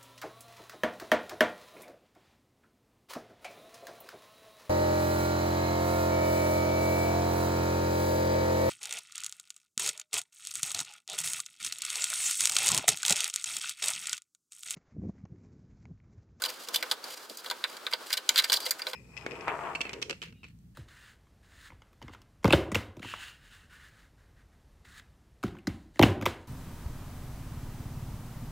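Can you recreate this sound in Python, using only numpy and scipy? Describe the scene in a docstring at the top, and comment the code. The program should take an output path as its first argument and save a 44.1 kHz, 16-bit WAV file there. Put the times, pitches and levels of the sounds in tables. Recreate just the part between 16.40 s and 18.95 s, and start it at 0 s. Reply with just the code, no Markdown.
"""A steel blade prises and scrapes rust off the sheet metal under a car, an arm's length away.
Flakes snap off singly and in crunching runs; each snap rings the blade and the dull, damped panel.
Between them the tip grinds through grit, clicks on bare steel and sings as it drags. Firmer pushes
knock the hollow sheet and a glove rubs the metal, over the faint rush of a quiet workshop."""
import sys
import numpy as np
from scipy import signal
from scipy.fft import rfft, irfft
from scipy.io import wavfile

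SR = 44100
rng = np.random.default_rng(int(sys.argv[2]) if len(sys.argv) > 2 else 0)


def to_wav(sig):
    """Store sig (one row per channel, or 1-D mono) as 16-bit WAV at the path in sys.argv[1].

    Samples outside -1..1 are clipped; the rate is SR.
    """
    pcm = np.clip(np.atleast_2d(sig), -1, 1) * 32767
    pcm = np.round(pcm).astype(np.int16)
    wavfile.write(sys.argv[1], SR, pcm.T)  # frames by channels


N = 112454
TIME = np.arange(N) / SR
HIT_GAIN = np.sqrt(SR / 100)  # gives a unit-energy hit the energy of 10 ms at 0 dB
SIDEWAYS = np.array([[1], [-1]])  # plus on the left, minus on the right


def undb(db):
    """Decibels to gain."""
    return 10 ** (np.asarray(db) / 20)


def unit(x):
    """Scale to an energy of one."""
    return x / np.sqrt(np.sum(x ** 2) + 1e-18)


def level(x, db):
    """Scale to an rms level."""
    return x * undb(db) / np.sqrt(np.mean(x ** 2))


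def band(x, lo_hz, hi_hz, order=3):
    """Causal band-pass."""
    return signal.sosfilt(signal.butter(order, [lo_hz, hi_hz], "band", fs=SR, output="sos"), x)


def dull(x, hz):
    """One-pole low-pass."""
    pole = np.exp(-2 * np.pi * hz / SR)
    return signal.lfilter([1 - pole], [1, -pole], x)


def ring(x, response):
    """Pass a signal through an impulse response."""
    return signal.fftconvolve(x, response)[:len(x)]


def decay(t, t60_s):
    """A tail that falls 60 dB in t60_s."""
    return np.exp(-np.log(1000) * t / t60_s)


def walk(per_s):
    """Smooth random wandering with a spread near one."""
    return 1.2 * np.interp(TIME * per_s, np.arange(2000), rng.standard_normal(2000))


def gate(start, length, ramp_s=0.01):
    """Opens for a stroke, with a short ramp at each end."""
    return np.clip(np.minimum(TIME - start, start + length - TIME) / ramp_s + 0.5, 0, 1)


def add(out, x, start_s):
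    """Mix a sound in at a time."""
    i = max(int(start_s * SR), 0)
    out[i:i + len(x)] += x[:max(N - i, 0)]


# The colour of the room tone. Each row: frequency in Hz, relative level in dB.
ROOM_TONE = [(30, -34), (90, -22.5), (160, -16), (250, -5.5), (450, 1), (800, -1.5), (1500, 1.5),
             (2000, -9), (4500, -7), (5500, -12), (16000, -21)]
def workshop(bed_db=-50.5, side_db=-7, waver_db=2.16):
    """A faint, slightly wavering rush sits under everything."""
    hz, db = np.array(ROOM_TONE).T
    colour = undb(np.interp(np.log(np.fft.rfftfreq(N, 1 / SR) + 1), np.log(hz), db))
    mid, side = (level(irfft(rfft(rng.standard_normal(N)) * colour, N), bed_db) for _ in range(2))
    return (mid + undb(side_db) * side * SIDEWAYS) * undb(waver_db * walk(per_s=26))


def reflections(x, t60_s, fade_in_s=0.0018, size=20000):
    """Diffuse echoes build just behind the sound and die away."""
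    t = np.arange(size) / SR
    tail = rng.standard_normal(size) * np.clip(t / fade_in_s, 0, 1) * decay(t, t60_s)
    return ring(x, unit(tail))


# The glove brushing the panel. Each row: start in seconds, length in seconds, peak level in dB.
GLOVE_RUBS = [(0.386, 0.076, -53.5), (0.887, 0.049, -48), (1.899, 0.036, -51.5)]
def glove():
    """Soft, low rubs of the gloved hand against the panel."""
    pressure = sum(undb(db) * np.sin(np.pi * np.clip((TIME - start) / length, 0, 1))
                   for start, length, db in GLOVE_RUBS)
    rub = band(rng.standard_normal(N), lo_hz=260, hi_hz=620)
    return pressure * level(rub, 0)


def struck_steel(modes, click_db, spread_db=3, size=6000):
    """Steel answers a tap with a click and decaying modes; each place of contact favours other modes."""
    t = np.arange(size) / SR
    tone = np.zeros(size)
    for hz, db, t60 in modes:
        gain = undb(db + spread_db * rng.uniform(-0.74, 1))
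        tone += gain * unit(np.cos(2 * np.pi * hz * t) * decay(t, t60))
    return unit(tone) + undb(click_db) * (t == 0)


# The modes that sing. Each row: pitch in Hz, relative level in dB, 60 dB decay time in seconds.
SINGING_MODES = [(4657, 15, 0.018), (4700, -7, 0.032), (4790, -7, 0.076)]
# The drags that set them off. Each row: start in seconds, length in seconds, level in dB.
SINGING_DRAGS = [(0.082, 0.013, -40), (2.04, 0.0066, -27.5), (2.159, 0.012, -27.5), (2.211, 0.039, -42.5)]
def singing():
    """Friction keeps a close group of the blade's modes ringing."""
    friction = rng.standard_normal(N)
    tone = level(ring(friction, struck_steel(SINGING_MODES, click_db=-26)), 0)
    return tone * sum(undb(db) * gate(start, length) for start, length, db in SINGING_DRAGS)


# Hollow knocks. Each row: start in seconds, level in dB, pitch in Hz, 60 dB decay time in seconds.
SHEET_KNOCKS = [(1.11, -39, 967, 0.12), (1.535, -39, 947, 0.051), (2.264, -38.5, 517, 0.15),
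                (2.468, -40, 517, 0.23)]
def knocks(size=6000):
    """A firmer push sets one hollow mode of the sheet swelling and ringing."""
    out, t = np.zeros(N), np.arange(size) / SR
    for start, db, hz, t60 in SHEET_KNOCKS:
        swell = 1 - np.exp(-(t * hz / 2) ** 2)
        tone = np.sin(2 * np.pi * hz * t) * decay(t, t60) * swell
        add(out, HIT_GAIN * undb(db) * unit(tone), start)
    return out


# Hard clicks. Each row: peak time in seconds, level in dB, pitch in Hz, attack in seconds.
TIP_CLICKS = [(0.022, -35.5, 1474, 0.0026), (0.039, -34, 4100, .0014), (0.4273, -34, 2200, 0.00096),
              (0.6416, -41.5, 4650, 0.0014), (1.1025, -38, 4390, 0.0016), (1.2415, -29, 3820, .0007),
              (1.467, -33, 3610, 0.00072), (1.8922, -26, 3530, 0.00073), (1.892, -25.5, 6640, .0003),
              (1.982, -29, 4060, .001), (1.9903, -23.5, 3900, .0008), (1.9951, -23.5, 3950, 0.001115),
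              (2.122, -28.5, 4440, .001), (2.1298, -28, 5760, 0.00027), (2.309, -26.5, 4710, 0.0014),
              (2.4196, -35, 4690, 0.0011), (2.4686, -34.5, 3570, .0008)]
def clicks(size=1500):
    """The tip hits bare steel: a few cycles that swell and die at once."""
    out, t = np.zeros(N), np.arange(size) / SR
    for peak, db, hz, attack in TIP_CLICKS:
        envelope = (t / attack) ** 2 * np.exp(-2 * t / attack)
        burst = envelope * np.sin(2 * np.pi * (hz * t + rng.random()))
        add(out, HIT_GAIN * undb(db) * unit(burst), peak - attack)
    return out


# The dull panel's modes. Each row: pitch in Hz, relative level in dB, 60 dB decay time in seconds.
PANEL_MODES = [(517, 0.5, 0.075), (624.5, -1.5, 0.18), (947, 2, 0.034), (1036, -5, 0.055),
               (1273, -7.5, 0.028), (1516, 6.5, 0.045), (1606, -4, 0.038), (1808, 0.5, 0.053),
               (1995, -2, 0.045), (2176, 6, 0.0097), (2309, -3.5, 0.056), (2790, 0, 0.055),
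               (2714, 0, 0.028)]
# The bright blade's modes. Each row: pitch in Hz, relative level in dB, 60 dB decay time in seconds.
BLADE_MODES = [(3098, -1, 0.044), (3374, 0, 0.015), (3526, -1, 0.026), (3910, -2, 0.034),
               (4100, 4.5, 0.025), (4130, -3.5, 0.0035), (4690, 5, 0.012), (4830, 4, 0.029),
               (5590, -6, 0.045), (6907, -3.5, 0.018), (7980, -3.5, 0.032), (9060, -7.5, 0.0088),
               (13500, 1, 0.0056)]
# The steel's four bands: thud, clank, ring, crack. Each row: low edge in Hz, high edge in Hz,
# decay time of a snap's scatter in seconds, scatter level in dB against the snap's first push.
STEEL_BANDS = [(417, 1356, 0.015, 18), (1150, 2580, 0.012, 12), (2855, 4730, 0.004, 12),
               (5240, 14500, 0.0057, 12)]
def contact_responses():
    """The steel's voice at one spot: thud and clank from the panel, ring and crack from the blade."""
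    panel = struck_steel(PANEL_MODES, click_db=5)
    blade = struck_steel(BLADE_MODES, click_db=-1.5)
    sources = panel, panel, blade, dull(blade, hz=7400)
    return [unit(band(x, lo, hi)) for x, (lo, hi, _, _) in zip(sources, STEEL_BANDS)]


# Strokes through grit. Each row: start in seconds, length in seconds, push on the blade in dB,
# push on the panel in dB against that on the blade.
GRIT_STROKES = [(0.025, 0.045, -32, -3), (0.086, 0.017, -32, 0.5), (0.098, 0.077, -46, 0),
                (0.192, 0.064, -41.5, -8), (0.268, 0.05, -45, 5.5), (0.331, 0.046, -33.5, -7),
                (0.378, 0.037, -42.5, 7.5), (0.446, 0.022, -47, 1), (0.497, 0.047, -42, -5),
                (0.662, 0.036, -40.5, -1), (0.7, 0.049, -40, -1), (0.756, 0.06, -45.5, -1),
                (0.82, 0.043, -44, -19), (0.893, 0.065, -46, -22), (0.979, 0.034, -45.5, -13),
                (1.039, 0.056, -49, -7), (1.271, 0.086, -48, 3), (1.514, 0.0082, -36.5, 3),
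                (1.663, 0.067, -44.5, -4), (1.717, 0.028, -35.5, -9), (1.862, 0.075, -45, 7),
                (1.939, 0.024, -37, 5.5), (2.037, 0.019, -30, -3), (2.074, 0.084, -35.5, -3.5),
                (2.16, 0.013, -27.5, -21), (2.207, 0.047, -44, -19), (2.256, 0.043, -32, -1),
                (2.384, 0.024, -41, -17), (2.476, 0.039, -42.5, -1)]
# The tone of the grind: one gain in dB each for thud, clank, ring and crack.
GRIT_BAND_DB = [-13.5, -12, -9.5, -9]
def scraping(responses, grains_per_s=3700, spread_db=2, judder_db=3.5, touch_db=-60, waver_db=3):
    """The tip catches on dense, uneven grit, lightly all the time and harder in each stroke."""
    blade_push = panel_push = undb(touch_db + waver_db * walk(per_s=45))
    for start, length, db, panel_db in GRIT_STROKES:
        stroke = undb(db) * gate(start, length)
        blade_push = blade_push + stroke
        panel_push = panel_push + stroke * undb(panel_db)
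    catches = (rng.random(N) < grains_per_s / SR) * np.sign(rng.standard_normal(N))
    grain_size = undb(spread_db * np.minimum(rng.exponential(size=N), 3))
    judder = undb(judder_db * walk(per_s=130))
    grit = level(catches * grain_size * judder, 0)
    pushes = panel_push, panel_push, blade_push, blade_push
    return sum(undb(db) * ring(grit * push, response)
               for db, push, response in zip(GRIT_BAND_DB, pushes, responses))


# Rust letting go. Each row: start in seconds, then levels in dB of the panel's thud, the panel's
# clank, the blade's ring and the crack.
RUST_SNAPS = [(0.02, -42.5, -41.5, -39, -34.5), (0.038, -42, -39, -30.5, -35),
              (0.051, -44.5, -42.5, -33.5, -43), (0.0592, -40.5, -61, -34, -38),
              (0.286, -43, -64, -41, -40), (0.342, -55, -37, -36, -33.5), (0.3453, -54, -43, -29, -32),
              (0.3593, -43, -42, -24, -29.5), (0.426, -37, -34.5, -33.5, -38),
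              (0.5128, -35, -41, -24.5, -33), (0.519, -37, -41, -32, -36), (0.642, -51, -54, -49, -44.5),
              (0.897, -62, -62, -48, -47), (0.972, -72, -68, -62, -41.5), (1.044, -52, -45.5, -51, -49),
              (1.061, -42.5, -64, -39.5, -51), (1.1, -42.5, -43, -35.5, -41),
              (1.111, -36, -38, -33.5, -38.5), (1.2402, -43, -30.5, -30, -43),
              (1.368, -63, -49, -45.5, -47), (1.4662, -43, -36, -37.5, -46.5), (1.526, -51, -34, -42, -46),
              (1.535, -36, -36.5, -25, -40), (1.7044, -49, -36, -41.5, -42), (1.7283, -60, -37, -26.5, -31),
              (1.736, -52, -38, -31, -39), (1.771, -44.5, -39, -35, -36), (1.775, -46, -46, -32, -35.5),
              (1.8909, -38.5, -30, -21.5, -27), (1.959, -57, -33.5, -25.5, -34.5),
              (1.9699, -53, -33, -33, -36), (1.9775, -62, -32.5, -23, -29), (1.984, -50, -31.5, -25, -29),
              (1.989, -48, -29, -24, -30.5), (1.9962, -49, -33.5, -26.5, -32.5),
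              (2.022, -48.5, -41.5, -45, -43), (2.0425, -45, -32.5, -33, -32.5),
              (2.0983, -37.5, -40.5, -26.5, -37.5), (2.12, -38, -30, -27, -30),
              (2.1294, -47, -31, -28, -26.5), (2.1365, -42, -40, -27.5, -32),
              (2.141, -40, -44, -26.5, -30.5), (2.1706, -41.5, -51, -31.5, -37.5),
              (2.203, -56, -50, -39.5, -40), (2.2635, -40.5, -40, -32, -39),
              (2.3082, -47, -37, -35.5, -25.5), (2.394, -49, -40.5, -48, -48),
              (2.42, -49, -42.5, -43, -48.5), (2.468, -37.5, -37.5, -32, -44),
              (2.532, -39, -38.5, -37.5, -48.5)]
def snaps(spots, first_push=1, rough_db=5.5, low_thump_db=-43.5, size=6000):
    """Each flake gives one sharp push, then a dying scatter of splinters and bending waves."""
    out, t = np.zeros(N), np.arange(size) / SR
    for i, (start, *levels) in enumerate(RUST_SNAPS):
        responses = spots[i % len(spots)]
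        for db, response, (_, _, scatter_s, scatter_db) in zip(levels, responses, STEEL_BANDS):
            splinters, roughness = rng.standard_normal((2, size))
            envelope = np.exp(-(t / scatter_s) ** 1.26)  # a power above 1 holds, then stops short
            scatter = unit(splinters * undb(rough_db * roughness) * envelope)
            force = first_push * (t == 0) + undb(scatter_db) * scatter
            add(out, HIT_GAIN * undb(db) * unit(ring(force, response)), start)
        # a very faint low thump under each crack
        low_thump = band(scatter, lo_hz=20, hi_hz=91, order=2)
        add(out, HIT_GAIN * undb(levels[-1] + low_thump_db) * unit(low_thump), start)
    return out


def scene(spot_count=5, near_db=-13, side_db=-10, room_db=-19.5, lean_right_db=1.1):
    """The work is heard directly, scattered sideways by the bodywork, and off the workshop's walls."""
    spots = [contact_responses() for _ in range(spot_count)]
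    accents = clicks() + knocks() + singing() + glove()
    direct = snaps(spots) + scraping(spots[0]) + accents
    near = undb(near_db) * reflections(direct, t60_s=0.085)
    scattered = snaps(spots, first_push=0) + scraping(spots[0]) + reflections(accents, t60_s=0.053)
    side = undb(side_db) * scattered * SIDEWAYS
    damped = dull(direct, hz=3450)
    room = undb(room_db) * np.array([reflections(damped, t60_s=0.61) for _ in range(2)])
    balance = undb(-lean_right_db / 2 * SIDEWAYS)
    return (direct + near + side + room) * balance + workshop()


def record(dry, top_hz=16100):
    """A steep low-pass trims the very top."""
    return signal.sosfilt(signal.ellip(8, 0.2, 70, top_hz, fs=SR, output="sos"), dry)


dry = scene()
out = record(dry)
to_wav(out)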